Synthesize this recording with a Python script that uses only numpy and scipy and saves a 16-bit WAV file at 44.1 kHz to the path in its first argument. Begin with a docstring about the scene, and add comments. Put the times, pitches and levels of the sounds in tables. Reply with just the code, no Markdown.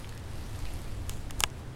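"""Soft fabric rustle with small crinkles, swelling and fading: a mesh cat tunnel on a wooden floor.
Rubbing gives patchy noise, fine grains and brief hissing slides; creases flip as tiny noise bursts.
Past 1 s, four sharp snaps close by, each an impulse through fast-dying resonances.
Handling rumble, low room hum and faint hiss lie underneath."""
import sys
import numpy as np
from scipy import signal
from scipy.fft import rfft, irfft
from scipy.io import wavfile
from scipy.ndimage import uniform_filter1d

SR = 44100
rng = np.random.default_rng(int(sys.argv[2]) if len(sys.argv) > 2 else 0)


def file_out(sig):
    """Save sig as 16-bit WAV at sys.argv[1]."""
    # one column per channel
    cols = np.atleast_2d(sig).T
    # limit, then scale
    lim = np.clip(cols, -1, 1)
    pcm = np.round(lim * 32767).astype(np.int16)
    wavfile.write(sys.argv[1], SR, pcm)


N = 77175


def rustle(grains_per_s=560, spread_db=8, grain_db=-5.5, patch_db=1.9):
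    """Fabric rubs: patchy noise plus fine grains, both following the effort."""
    # rubbing effort: t/s, level/dB
    effort = [(0, -49), (.22, -57), (.34, -50), (.6, -49), (.72, -48), (.88, -50), (1.04, -54),
              (1.12, -49.5), (1.25, -56), (1.36, -54), (1.42, -50), (1.48, -67), (1.6, -53.5), (1.66, -70),
              (1.75, -64)]
    # rustle spectrum: f/Hz, relative level/dB
    spectrum = [(100, 19), (300, -6), (700, 7), (1400, 0), (2600, -0.5), (4500, -1), (6500, -6),
                (10500, -5.5), (13000, -10.5), (15800, -24), (16300, -38)]
    noise_stft = signal.stft(rng.standard_normal(N), nperseg=256)[2]
    patches = uniform_filter1d(rng.standard_normal(noise_stft.shape), size=7, axis=0)
    patches = unit(uniform_filter1d(patches, size=10, axis=1))
    rub = signal.istft(noise_stft * amp(patch_db * patches), nperseg=256)[1][:N]
    sizes = amp(spread_db * np.minimum(rng.exponential(1, N), 3))
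    signs = rng.choice([-1, 1], N)
    grains = sizes * signs * (rng.random(N) < grains_per_s / SR)
    friction = unit(rub) + amp(grain_db) * unit(grains)
    return level(effort) * unit(colour(friction, spectrum))


def snaps(spread_s=0.00116, knee_hz=500, room_db=-29, size=4096):
    """One impulse per snap through fast-dying resonances; treble leads, bass lags."""
    # snaps: t/s, then level/dB at each of bands_hz
    hits = [(1.0951, -13, -22, -21.5, -13.5, -13), (1.3082, -18, -18.5, -24.5, -19, -19.5),
            (1.4049, -9.5, -5.5, -17.5, -1.5, -3.5), (1.4373, 1, 1, 1, 0, -6)]
    # snap tone bands: f/Hz
    bands_hz = [350, 800, 2500, 7000, 12000]
    # resonances common to all snaps: f/Hz, width/Hz, level/dB
    modes = [(409, 133, 10), (650, 61, 10), (850, 177, 14.5), (1010, 83, 15), (1248, 260, 15.5),
             (1650, 175, 14), (2230, 267, 14.5), (2890, 780, 17), (3465, 480, 13.5), (5210, 1250, 7.5),
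             (6520, 120, 10), (7100, 3500, 7.5), (8570, 460, 7), (11030, 4100, 4.5)]
    out, f = np.zeros(N), abs(np.fft.fftfreq(size, 1 / SR))
    body = np.sqrt(sum((amp(db) * resonance(f, hz, width_hz)) ** 2 for hz, width_hz, db in modes))
    delay_s = spread_s * (1 - np.log1p(f[:size // 2 + 1] / knee_hz) / np.log1p(SR / 2 / knee_hz))
    dispersion = np.exp(-2j * np.pi * np.cumsum(delay_s) * SR / size)
    for start_s, *band_db in hits:
        tone = gain_at(list(zip(bands_hz, band_db)), f)
        snap = irfft(causal(body * tone) * dispersion)[:size // 2]
        add(out, start_s, snap)
    return out + amp(room_db) * room(out)


def crinkles(rise_s=0.0001, decay_s=0.0006, room_db=-8.5, size=2048):
    """Single creases flip: each a tiny burst of slips with its own pitch."""
    # creases: t/s, level/dB, centre f/Hz, width/oct
    creases = [(0.045, -7.5, 2370, 0.44), (.0925, -18.5, 4200, 1), (.1240, -16.5, 1690, 0.66),
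               (.1500, -25, 10800, .2), (.1768, -21, 4370, 1.0), (.5495, -17.5, 2200, 0.77),
               (.5905, -19, 7000, 0.56), (.6540, -14, 2500, 1), (.7375, -19, 9600, 0.32),
               (.8170, -23, 9300, 0.33), (1.2995, -11, 1370, 0.58), (1.3960, -15.5, 7200, 0.54),
               (1.4286, -17, 7000, 0.55), (1.5010, -22, 5260, 0.58)]
    out, f = np.zeros(N), abs(np.fft.fftfreq(size, 1 / SR))
    t = np.arange(size) / SR
    envelope = (1 - np.exp(-t / rise_s)) * np.exp(-t / decay_s)
    for start_s, db, hz, width_oct in creases:
        burst = rfft(rng.standard_normal(size) * envelope)
        burst /= np.sqrt(uniform_filter1d(abs(burst) ** 2, size=160))  # flatten spectrum
        crinkle = irfft(burst * causal(bell(f, hz, width_oct)))[:size // 2]
        add(out, start_s, amp(db) * crinkle)
    return out + amp(room_db) * room(out)


def slides(width_oct=0.12, skirt_db=-8, ramp_s=0.0047, fade_db=-15.5):
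    """Fabric slips briefly: fading hiss in two resonances."""
    # slips: t/s, length/s, level/dB, lower f/Hz, upper f/Hz
    slips = [(.12, 0.25, -55.5, 1440, 1820), (0.576, 0.29, -60, 4200, 4700),
             (0.659, 0.056, -49, 2480, 2740), (1.095, 0.15, -52.5, 3070, 7100),
             (1.39, 0.091, -48, 7400, 9000)]
    out, f = np.zeros(N), np.fft.rfftfreq(N, 1 / SR)
    for start_s, length_s, db, low_hz, high_hz in slips:
        t = np.arange(0, length_s, 1 / SR)
        peaks = bell(f, low_hz, width_oct) + bell(f, high_hz, width_oct)
        skirt = amp(skirt_db) * bell(f, high_hz, 1)
        gate = np.minimum(np.minimum(t, length_s - t) / ramp_s, 1)
        fade = amp(db + fade_db * t / length_s)
        add(out, start_s, noise(peaks + skirt)[:len(t)] * gate * fade)
    return out


def background(hiss_db=-48):
    """Wavering room hum, handling rumble, steady hiss."""
    # room hum bands: f/Hz, width/Hz, level/dB
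    hum_bands = [(78.4, 10.1, -46.5), (105, 11.5, -47), (129, 14.2, -50.5)]
    # handling strength: t/s, level/dB
    handling = [(0, -42.5), (.28, -43.5), (.34, -38), (.45, -36.5), (.6, -39.5), (.7, -32.5), (.9, -36.5),
                (1.08, -42), (1.18, -34), (1.3, -40.5), (1.41, -30.5), (1.48, -43.5), (1.75, -46.5)]
    # rumble spectrum: f/Hz, relative level/dB
    rumble_spectrum = [(4, 3.5), (12, 4), (30, -2), (50, -3.5), (80, -7.5), (125, -18.5), (170, -20.5),
                       (280, -25.5), (500, -41), (1200, -43), (5000, -85)]
    # hiss spectrum: f/Hz, relative level/dB
    hiss_spectrum = [(30, 0), (150, -0.5), (270, 1), (500, -6), (1000, -11), (1800, -15), (3000, -20),
                     (5000, -25), (9000, -28), (13000, -37.5), (15800, -37), (16300, -63)]
    f = np.fft.rfftfreq(N, 1 / SR)
    hum = sum(amp(db) * noise(resonance(f, hz, width_hz)) for hz, width_hz, db in hum_bands)
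    rumble = level(handling) * noise(gain_at(rumble_spectrum, f))
    hiss = amp(hiss_db) * noise(gain_at(hiss_spectrum, f))
    return hum + rumble + hiss


def room(x, t60_s=0.06, gap_s=0.0016):
    """Short, even tail from floor and walls."""
    t = np.arange(SR // 2) / SR
    tail = rng.standard_normal(len(t)) * (t > gap_s) * np.exp(-np.log(1000) * t / t60_s)
    return signal.fftconvolve(x, tail / np.linalg.norm(tail))[:N]


def amp(db):
    """dB to gain."""
    return 10 ** (np.asarray(db) / 20)


def unit(x):
    """Scale to rms 1."""
    return x / np.sqrt(np.mean(x ** 2) + 1e-20)


def gain_at(points, hz):
    """Gain from (f/Hz, level/dB) points, log-frequency interpolation."""
    f, db = np.transpose(points)
    return amp(np.interp(np.log(hz + 1), np.log(f + 1), db))


def level(points):
    """Gain per sample from (t/s, level/dB) points."""
    return amp(np.interp(np.arange(N) / SR, *np.transpose(points)))


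def add(mix, start_s, sound):
    """Mix in at start_s."""
    part = mix[round(start_s * SR):][:len(sound)]
    part += sound[:len(part)]


def colour(x, points):
    """Filter by (f/Hz, level/dB) points."""
    return irfft(rfft(x) * gain_at(points, np.fft.rfftfreq(len(x), 1 / SR)), len(x))


def noise(gain):
    """Noise shaped by a gain per bin, rms 1."""
    return unit(irfft(rfft(rng.standard_normal(N)) * gain, N))


def bell(f, centre_hz, width_oct):
    """Gaussian peak in log frequency."""
    return np.exp(-.5 * (np.log2((f + 1) / centre_hz) / width_oct) ** 2)


def resonance(f, centre_hz, width_hz):
    """Lorentzian peak."""
    return 1 / (1 + (2 * (f - centre_hz) / width_hz) ** 2)


def causal(gain):
    """Two-sided gain to one-sided minimum-phase spectrum, as of a struck body."""
    log_gain = np.log(np.maximum(gain, 1e-3))
    return np.exp(np.conj(signal.hilbert(log_gain)))[:len(gain) // 2 + 1]


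def scene():
    """All sources, mono."""
    return (background() + rustle() + slides() + crinkles() + snaps())[None]


def record(dry, edge_hz=16100):
    """Low-pass band limit."""
    lowpass = signal.firwin(511, edge_hz, window=("kaiser", 9), fs=SR)
    return signal.oaconvolve(dry, lowpass[None], "same")


dry = scene()
out = record(dry)
file_out(out)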